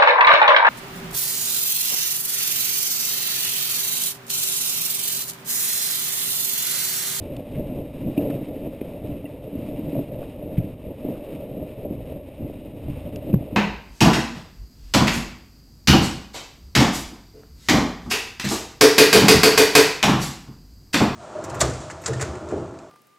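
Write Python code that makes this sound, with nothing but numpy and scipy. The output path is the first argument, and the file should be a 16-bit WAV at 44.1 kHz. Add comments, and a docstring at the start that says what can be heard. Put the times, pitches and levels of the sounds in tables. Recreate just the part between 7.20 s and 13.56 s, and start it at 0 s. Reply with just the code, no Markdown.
"""On a packed snow trail, a wooden sled slides along, heard through a sealed camera housing.
Runner chatter is random crust clicks ringing the frame modes; bumps add knocks, slams and thuds.
Noise bursts tick on the shell, coloured noise makes a faint snow hiss and a deep rumble.
The recorder samples slowly and holds each value, which mirrors the bass into the treble."""
import sys
import numpy as np
from scipy import signal
from scipy.fft import rfft, irfft, next_fast_len
from scipy.io import wavfile

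SR = 44100
rng = np.random.default_rng(int(sys.argv[2]) if len(sys.argv) > 2 else 0)


def makeup_ratio(level_db):
    """Linear amplitude ratio for a level in decibels (20 dB per factor of ten)."""
    decades = np.asarray(level_db, float) / 20
    return 10 ** decades


def wav_out(sig):
    """Save sig, one row per channel (or a flat mono array), as 16-bit PCM at SR to the path in sys.argv[1]."""
    wavfile.write(sys.argv[1], SR, np.round(np.clip(np.atleast_2d(sig).T, -1, 1) * 32767).astype(np.int16))


N = 280476  # length in samples


def rms_one(x):
    """Scales x to an rms of 1."""
    return x / np.sqrt(np.mean(x ** 2) + 1e-20)


def in_time(rows):
    """Draws straight lines between timed rows, one curve per column after the time."""
    s, *columns = np.transpose(rows)
    return [np.interp(np.arange(N) / SR, s, c) for c in columns]


def drift(rate_hz):
    """Slow random wander of spread 1: noise through two equal poles at rate_hz."""
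    step = 40  # samples between computed points
    r = np.exp(-2 * np.pi * rate_hz * step / SR)
    noise = rng.standard_normal(N // step + 2002)
    slow = signal.lfilter([1], [1, -2 * r, r * r], noise)[2000:]  # drop the filter's start
    return np.interp(np.arange(N) / step, np.arange(len(slow)), rms_one(slow))


def resonate(x, hz, width_hz):
    """Two-pole resonance; a unit click rings with a height of about 1."""
    r, w = np.exp(-np.pi * width_hz / SR), 2 * np.pi * hz / SR
    return signal.lfilter([0, np.sin(w)], [1, -2 * r * np.cos(w), r * r], x + 1e-18)


def low_pass(x, cut_hz, order):
    """Butterworth roll-off above cut_hz."""
    return signal.sosfilt(signal.butter(order, cut_hz, fs=SR, output="sos"), x)


def grains(per_s, spread_db):
    """Random clicks of uneven size and sign; rms 1."""
    size_db = spread_db * np.minimum(rng.exponential(1, N), 4)
    clicks = makeup_ratio(size_db) * rng.choice([-1, 1], N)
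    return rms_one(clicks * (rng.random(N) < per_s / SR))


def coloured(x, spectrum):
    """Shapes x to a spectrum of (frequency [Hz], level [dB per Hz]); rms 1."""
    size = next_fast_len(N)
    hz, db = np.transpose(spectrum)
    f = np.maximum(np.fft.rfftfreq(size, 1 / SR), 1)
    gain = makeup_ratio(np.interp(np.log(f), np.log(hz), db, -90, -90))
    return rms_one(irfft(rfft(x, size) * gain, size)[:N])


def crust_bumps():
    """Dense small clicks of the crust under the runners, swelling and fading at random."""
    return grains(300, spread_db=0.5) * makeup_ratio(3.0 * drift(10.2))


# Resonant modes of the sled frame: (frequency [Hz], width [Hz], level [dB])
FRAME_MODES = [(55, 40, -8), (100, 60, -7), (134, 32, 0), (195, 50, -4), (240, 40, -3), (290, 28, 0),
               (350, 50, -8), (440, 70, -4), (520, 60, -2), (595, 50, 0)]
# Borders between the deep, middle and upper modes: (frequency [Hz])
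MODE_BORDERS_HZ = [170, 380]


def frame_shake(levels_db, crust):
    """Crust bumps excite every frame mode; each mode also gets bumps of its own."""
    groups = np.zeros((3, N))  # deep, middle, upper
    lumps = grains(45, spread_db=2.0)  # sparse lumps of ice
    for k, (hz, width_hz, db) in enumerate(FRAME_MODES):
        own_bumps = grains(500, spread_db=2.0) * makeup_ratio(0.65 * drift(15.0))
        push = 0.5 * crust + 0.33 * lumps + own_bumps
        group = int(hz > MODE_BORDERS_HZ[0]) + int(hz > MODE_BORDERS_HZ[1])
        sign = (-1) ** k  # neighbouring modes move in opposite phase
        groups[group] += sign * makeup_ratio(db) * rms_one(resonate(push, hz, width_hz))
    return sum(makeup_ratio(db) * rms_one(x) for db, x in zip(levels_db, groups))


# Bumps that knock the frame: (time [s], strike level [dB], best-struck pitch [octaves above the
# lowest mode], spread around that pitch [octaves], slam level [dB])
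BUMPS = [(0.393, -26, 2.4, 0.33, -24), (0.522, -43, 2.2, .7, -19.5), (0.862, -25, 2.1, 0.26, -22),
         (0.977, -11, 2.44, 0.52, -38), (0.992, -20.5, 2.2, 1.8, -40), (1.099, -20, 2.65, 0.77, -28),
         (1.15, -23.5, 1.6, 1.3, -47), (1.218, -27.5, 2.05, 1.34, -39), (1.473, -20.5, 2, 0.47, -43),
         (1.614, -27.5, 2.78, 0.49, -16.5), (1.846, -22.5, 1.64, 0.67, -29), (2.042, -31, 2.77, 0.88, -27),
         (2.278, -26.5, 2.83, 0.4, -30), (2.375, -19, 1.73, 0.39, -42), (2.39, -22, 2.14, 0.25, -35),
         (2.486, -26.5, 2.75, 0.7, -31), (2.53, -25.5, 2.85, 0.46, -29), (2.615, -34.5, 3.8, 0.65, -42),
         (2.729, -23.5, 2.5, 0.56, -24), (2.752, -20, 4, .8, -32), (2.764, -21.5, 1.95, 1.57, -36),
         (2.78, -21.5, 1.5, 0.38, -42), (2.79, -18, 2.77, 0.53, -38), (2.801, -24.5, 2.2, 0.77, -39),
         (3.380, -19, 1.49, 0.95, -9), (3.3958, -34, 1.14, 1.3, -15.5), (3.442, -26, 1.76, 0.49, -22),
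         (3.849, -23, 2.64, 0.46, -18), (3.887, -18.5, 2.6, 0.58, -35), (3.902, -28, 2.1, 0.58, -26),
         (4.398, -29, 2.76, 0.68, -48), (4.707, -24.5, 2.24, 0.75, -25), (4.805, -35, 3.14, .6, -34),
         (5.205, -30.5, 2.1, .6, -25), (5.298, -32, 2.9, 0.62, -26), (5.682, -20.5, 1.2, 1.57, -30),
         (5.699, -28, .6, 1.9, -29), (6.097, -28, 2.6, 1.2, -34), (6.129, -26, 2.17, 0.83, -17),
         (6.1375, -23.5, 1.68, 1.06, -1.5), (6.156, -15.5, 1.28, 1.1, -19.5), (6.173, -35, 1.64, 0.83, -26),
         (6.208, -24, 1.65, 0.76, -38), (6.328, -25, 1.93, 0.77, -29)]
THUD_HZ, THUD_DB, THUD_DB_PER_OCTAVE = 42.4, -4.5, -5.5  # re slam; weaker under a higher pitch
SLAM_CYCLES = 0.78  # a slam's envelope peaks after this many cycles


def knocks():
    """Padded blows ring the modes near their pitch, the joints build it up; slams and thuds join in."""
    s, strike_db, octave, spread, slam_db = np.transpose(BUMPS)
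    at, out = np.round(s * SR).astype(int), np.zeros(N + SR)
    lowest_hz = FRAME_MODES[0][0]
    for hz, width_hz, db in FRAME_MODES:
        distance = (np.log2(hz / lowest_hz) - octave) / spread
        blows = np.zeros(N)
        blows[at] = makeup_ratio(strike_db + db - 7.4 * distance ** 2)
        struck = resonate(blows, hz, 1.09 * width_hz)
        share = 0.39  # width of the joints' broad resonance, as a share of its pitch
        motion = np.diff(struck, prepend=0)  # the joints pass motion, not steady load
        out[:N] -= 2 * share * resonate(motion, hz, share * hz)

    # the whole sled thuds under a slam
    thuds = np.zeros(N)
    thuds[at] = makeup_ratio(slam_db + THUD_DB + THUD_DB_PER_OCTAVE * octave)
    out[:N] += low_pass(resonate(thuds, THUD_HZ, 30.0), 90, order=2)

    # the dead slam: a sine that dies within a few cycles
    t = np.arange(SR // 10) / SR
    for i, o, db in zip(at, octave, slam_db):
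        cycles = t * lowest_hz * 2 ** o
        rise = cycles / SLAM_CYCLES
        envelope = (rise * np.exp(1 - rise)) ** 2
        out[i:i + len(t)] -= makeup_ratio(db) * np.sin(2 * np.pi * cycles) * envelope
    return out[:N]


# Brittle ticks and scuffs on the shell:
# (time [s], peak level of the ring [dB], pitch [Hz], width [Hz], burst length [s])
SHELL_TICKS = [(0.165, -35.5, 3220, 1100, 0.0046), (0.343, -43, 2300, 800, 0.04),
               (0.972, -33.5, 2610, 250, 0.018), (0.977, -40, 3590, 900, 0.0072),
               (1.100, -37, 2340, 790, 0.011), (1.101, -41, 1180, 298, 0.021), (1.61, -41, 2370, 600, 0.01),
               (2.052, -39.5, 2730, 80.4, 0.01), (2.055, -47, 1980, 120, 0.012),
               (3.028, -41, 1070, 300, 0.0094), (3.369, -39.5, 2460, 790, 0.027),
               (3.944, -49, 1270, 300, 0.05), (5.958, -32.5, 2880, 1200, 0.0069),
               (6.126, -41, 2480, 600, 0.012)]
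# the broader and shorter a tick, the more crack leaks through
CRACK_DB, CRACK_DB_PER_KHZ, CRACK_DB_PER_MS = -32, 27.5, -0.54


def ticks():
    """A short swell of noise rings the shell and leaks through as a thin bright crack."""
    out = np.zeros(N)
    noises = rng.standard_normal((len(SHELL_TICKS), SR // 10))
    t = np.arange(SR // 10) / SR
    for noise, (s, db, hz, width_hz, length) in zip(noises, SHELL_TICKS):
        swell = np.sin(np.pi * np.minimum(t / length, 1) ** 0.62)  # rises faster than it falls
        burst = np.diff(noise * swell, prepend=0)
        ring = resonate(resonate(burst, hz, width_hz), hz, 2 * width_hz)
        crack_db = CRACK_DB + CRACK_DB_PER_KHZ * width_hz / 1000 + CRACK_DB_PER_MS * length * 1000
        i = round(s * SR)
        out[i:i + len(t)] += makeup_ratio(db) * ring / np.abs(ring).max() + makeup_ratio(db + crack_db) * burst
    return out


# Colour of the crushed snow before its flicker and low-pass: (frequency [Hz], level [dB per Hz])
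HISS_COLOUR = [(440, -70), (750, -3.5), (839, -3), (1560, -18), (1820, -14), (2710, -7), (3400, -16.5),
               (3770, -13.5), (4250, -25), (5270, -22), (5900, -22.5), (7670, -84), (13000, -120)]


def snow_hiss(crust):
    """Fine crystals crushed under the runners; each half octave flickers partly on its own."""
    crystals = coloured(rng.standard_normal(N) + 0.41 * crust, HISS_COLOUR)
    edges_hz = 400 * 2 ** np.arange(0, 4.1, .5)
    together = drift(15)
    above, out = crystals, 0
    for edge_hz in edges_hz[1:]:
        # peel off the lowest band of what remains
        band = signal.sosfiltfilt(signal.butter(3, edge_hz, fs=SR, output="sos"), above)
        above = above - band
        out = out + band * makeup_ratio(1.4 * together + 0.15 * drift(11))
    return low_pass(rms_one(out), 5800, order=8)


# Colour of the deep rumble: (frequency [Hz], level [dB per Hz])
RUMBLE_COLOUR = [(11, -30), (20, -25), (45, -2.5), (110, -1), (140, -23), (240, -120)]


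def deep_rumble(level_db):
    """Low coloured noise whose level wavers at random."""
    return makeup_ratio(level_db + 1.0 * drift(8.2)) * coloured(rng.standard_normal(N), RUMBLE_COLOUR)


# Roughness of the trail between lurches:
# (time [s], frame shake level [dB], rumble level [dB], snow hiss level [dB])
TRAIL_ROUGHNESS = [(0.0, -38, -40.5, -54), (0.6, -39.5, -55, -54.5), (1.1, -33.5, -57, -52.5),
                   (1.4, -40, -52, -53), (1.75, -40.5, -45, -54.5), (2.2, -46, -44, -58),
                   (2.6, -43.5, -65, -54), (2.95, -38.5, -53, -53), (3.3, -41.5, -48, -57),
                   (3.48, -39.5, -55, -55), (3.56, -48.5, -45, -60), (3.72, -39.5, -50, -57.5),
                   (4.1, -39, -57, -53), (4.5, -38.5, -50, -55.5), (5.05, -45, -43, -57.5),
                   (5.5, -44, -45, -56), (5.9, -40.5, -37.5, -52), (6.36, -39, -42, -56)]


def trail():
    """The passing trail sets the base levels of shake, rumble and hiss."""
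    return in_time(TRAIL_ROUGHNESS)


# The towline jerks and the sled lurches, pressing the runners down:
# (peak time [s], swell [dB], length [s], extra on the deep modes [dB])
TOWLINE_JERKS = [(0.123, 4, 0.06, 8), (0.423, 5.5, 0.35, 2), (0.82, 8, .1, -2.5), (1.008, 3, 0.048, -5),
                 (1.167, 7.5, .18, -11), (1.45, 5.5, 0.11, -3), (1.9, 12, 0.22, -4.5),
                 (2.376, 13.5, 0.36, -9), (2.644, 10, 0.094, 3.5), (2.76, 8, 0.093, -4), (3.344, 9, 0.3, 0),
                 (3.872, 7, 0.14, -5), (4.15, 5, 0.1, 0.5), (4.39, 5, 0.053, -4), (4.764, 6, 0.35, 2),
                 (5.232, 11.5, 0.14, 2), (5.69, 7.5, 0.17, 9.5), (6.09, 7.5, .08, -1),
                 (6.197, 7.5, 0.087, 1.5)]
RISE_SHARE = 0.31  # part of a lurch spent rising


def lurches():
    """Swell in dB of all lurches, and the extra on the deep modes; quick rise, slower fall."""
    t, swell_db, deep_db = np.arange(N) / SR, 0, 0
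    for s, db, length, extra_db in TOWLINE_JERKS:
        side = length * np.where(t < s, RISE_SHARE, 1 - RISE_SHARE)
        shape = np.exp(-((t - s) / side) ** 2)
        swell_db = swell_db + db * shape
        deep_db = deep_db + extra_db * shape
    return swell_db, deep_db


def sealed_shell(frame):
    """The sealed shell shuts out the frame's treble."""
    return low_pass(frame, 842, order=4)


DEEP_DB, CHATTER_DB = -3, 0.5  # deep and upper modes against the middle ones
CHATTER_FOLLOWS, HISS_FOLLOWS, RUMBLE_FOLLOWS = 0.35, 0.2, 0.05  # share of a lurch's swell


def scene():
    """Trail and lurches drive the frame, hiss and rumble; the same mix goes to both channels."""
    shake_db, rumble_db, hiss_db = trail()
    swell_db, extra_deep_db = lurches()
    crust = crust_bumps()
    rumble = deep_rumble(rumble_db + RUMBLE_FOLLOWS * swell_db)

    shake_db = shake_db + 1.98 * drift(10.8)  # the whole frame flickers together
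    deep_db = shake_db + DEEP_DB + swell_db + extra_deep_db + 2.9 * drift(15)
    middle_db = shake_db + swell_db + 1.9 * drift(12.5)
    upper_db = shake_db + CHATTER_DB + CHATTER_FOLLOWS * swell_db + 1.93 * drift(4)
    frame = sealed_shell(frame_shake([deep_db, middle_db, upper_db], crust) + knocks())

    hiss = makeup_ratio(hiss_db + HISS_FOLLOWS * swell_db) * snow_hiss(crust)
    return np.tile(frame + rumble + hiss + ticks(), (2, 1))


def slow_sampler(x):
    """Sampled at 12 kHz, clipped, each value held four steps: mirror images around that rate."""
    slow = signal.resample_poly(x, 40, 147)
    held = np.repeat(np.clip(slow, -.497, .497), 4)  # now at 48 kHz
    out = signal.resample_poly(held, 147, 160)[:N]
    return np.pad(out, (0, N - len(out)))


def top_cut(x):
    """Nothing passes above the cut-off."""
    return signal.sosfilt(signal.butter(12, 16610, fs=SR, output="sos"), x)


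def record(dry):
    """Slow sampling of one channel, then a steep treble cut, spread to both channels."""
    held = slow_sampler(dry[0])
    treble_cut = signal.cheby2(16, 60, 15950, fs=SR, output="sos")  # 60 dB down from 15950 Hz
    mix = np.tile(signal.sosfilt(treble_cut, held), (2, 1))
    return top_cut(mix)


dry = scene()
out = record(dry)
wav_out(out)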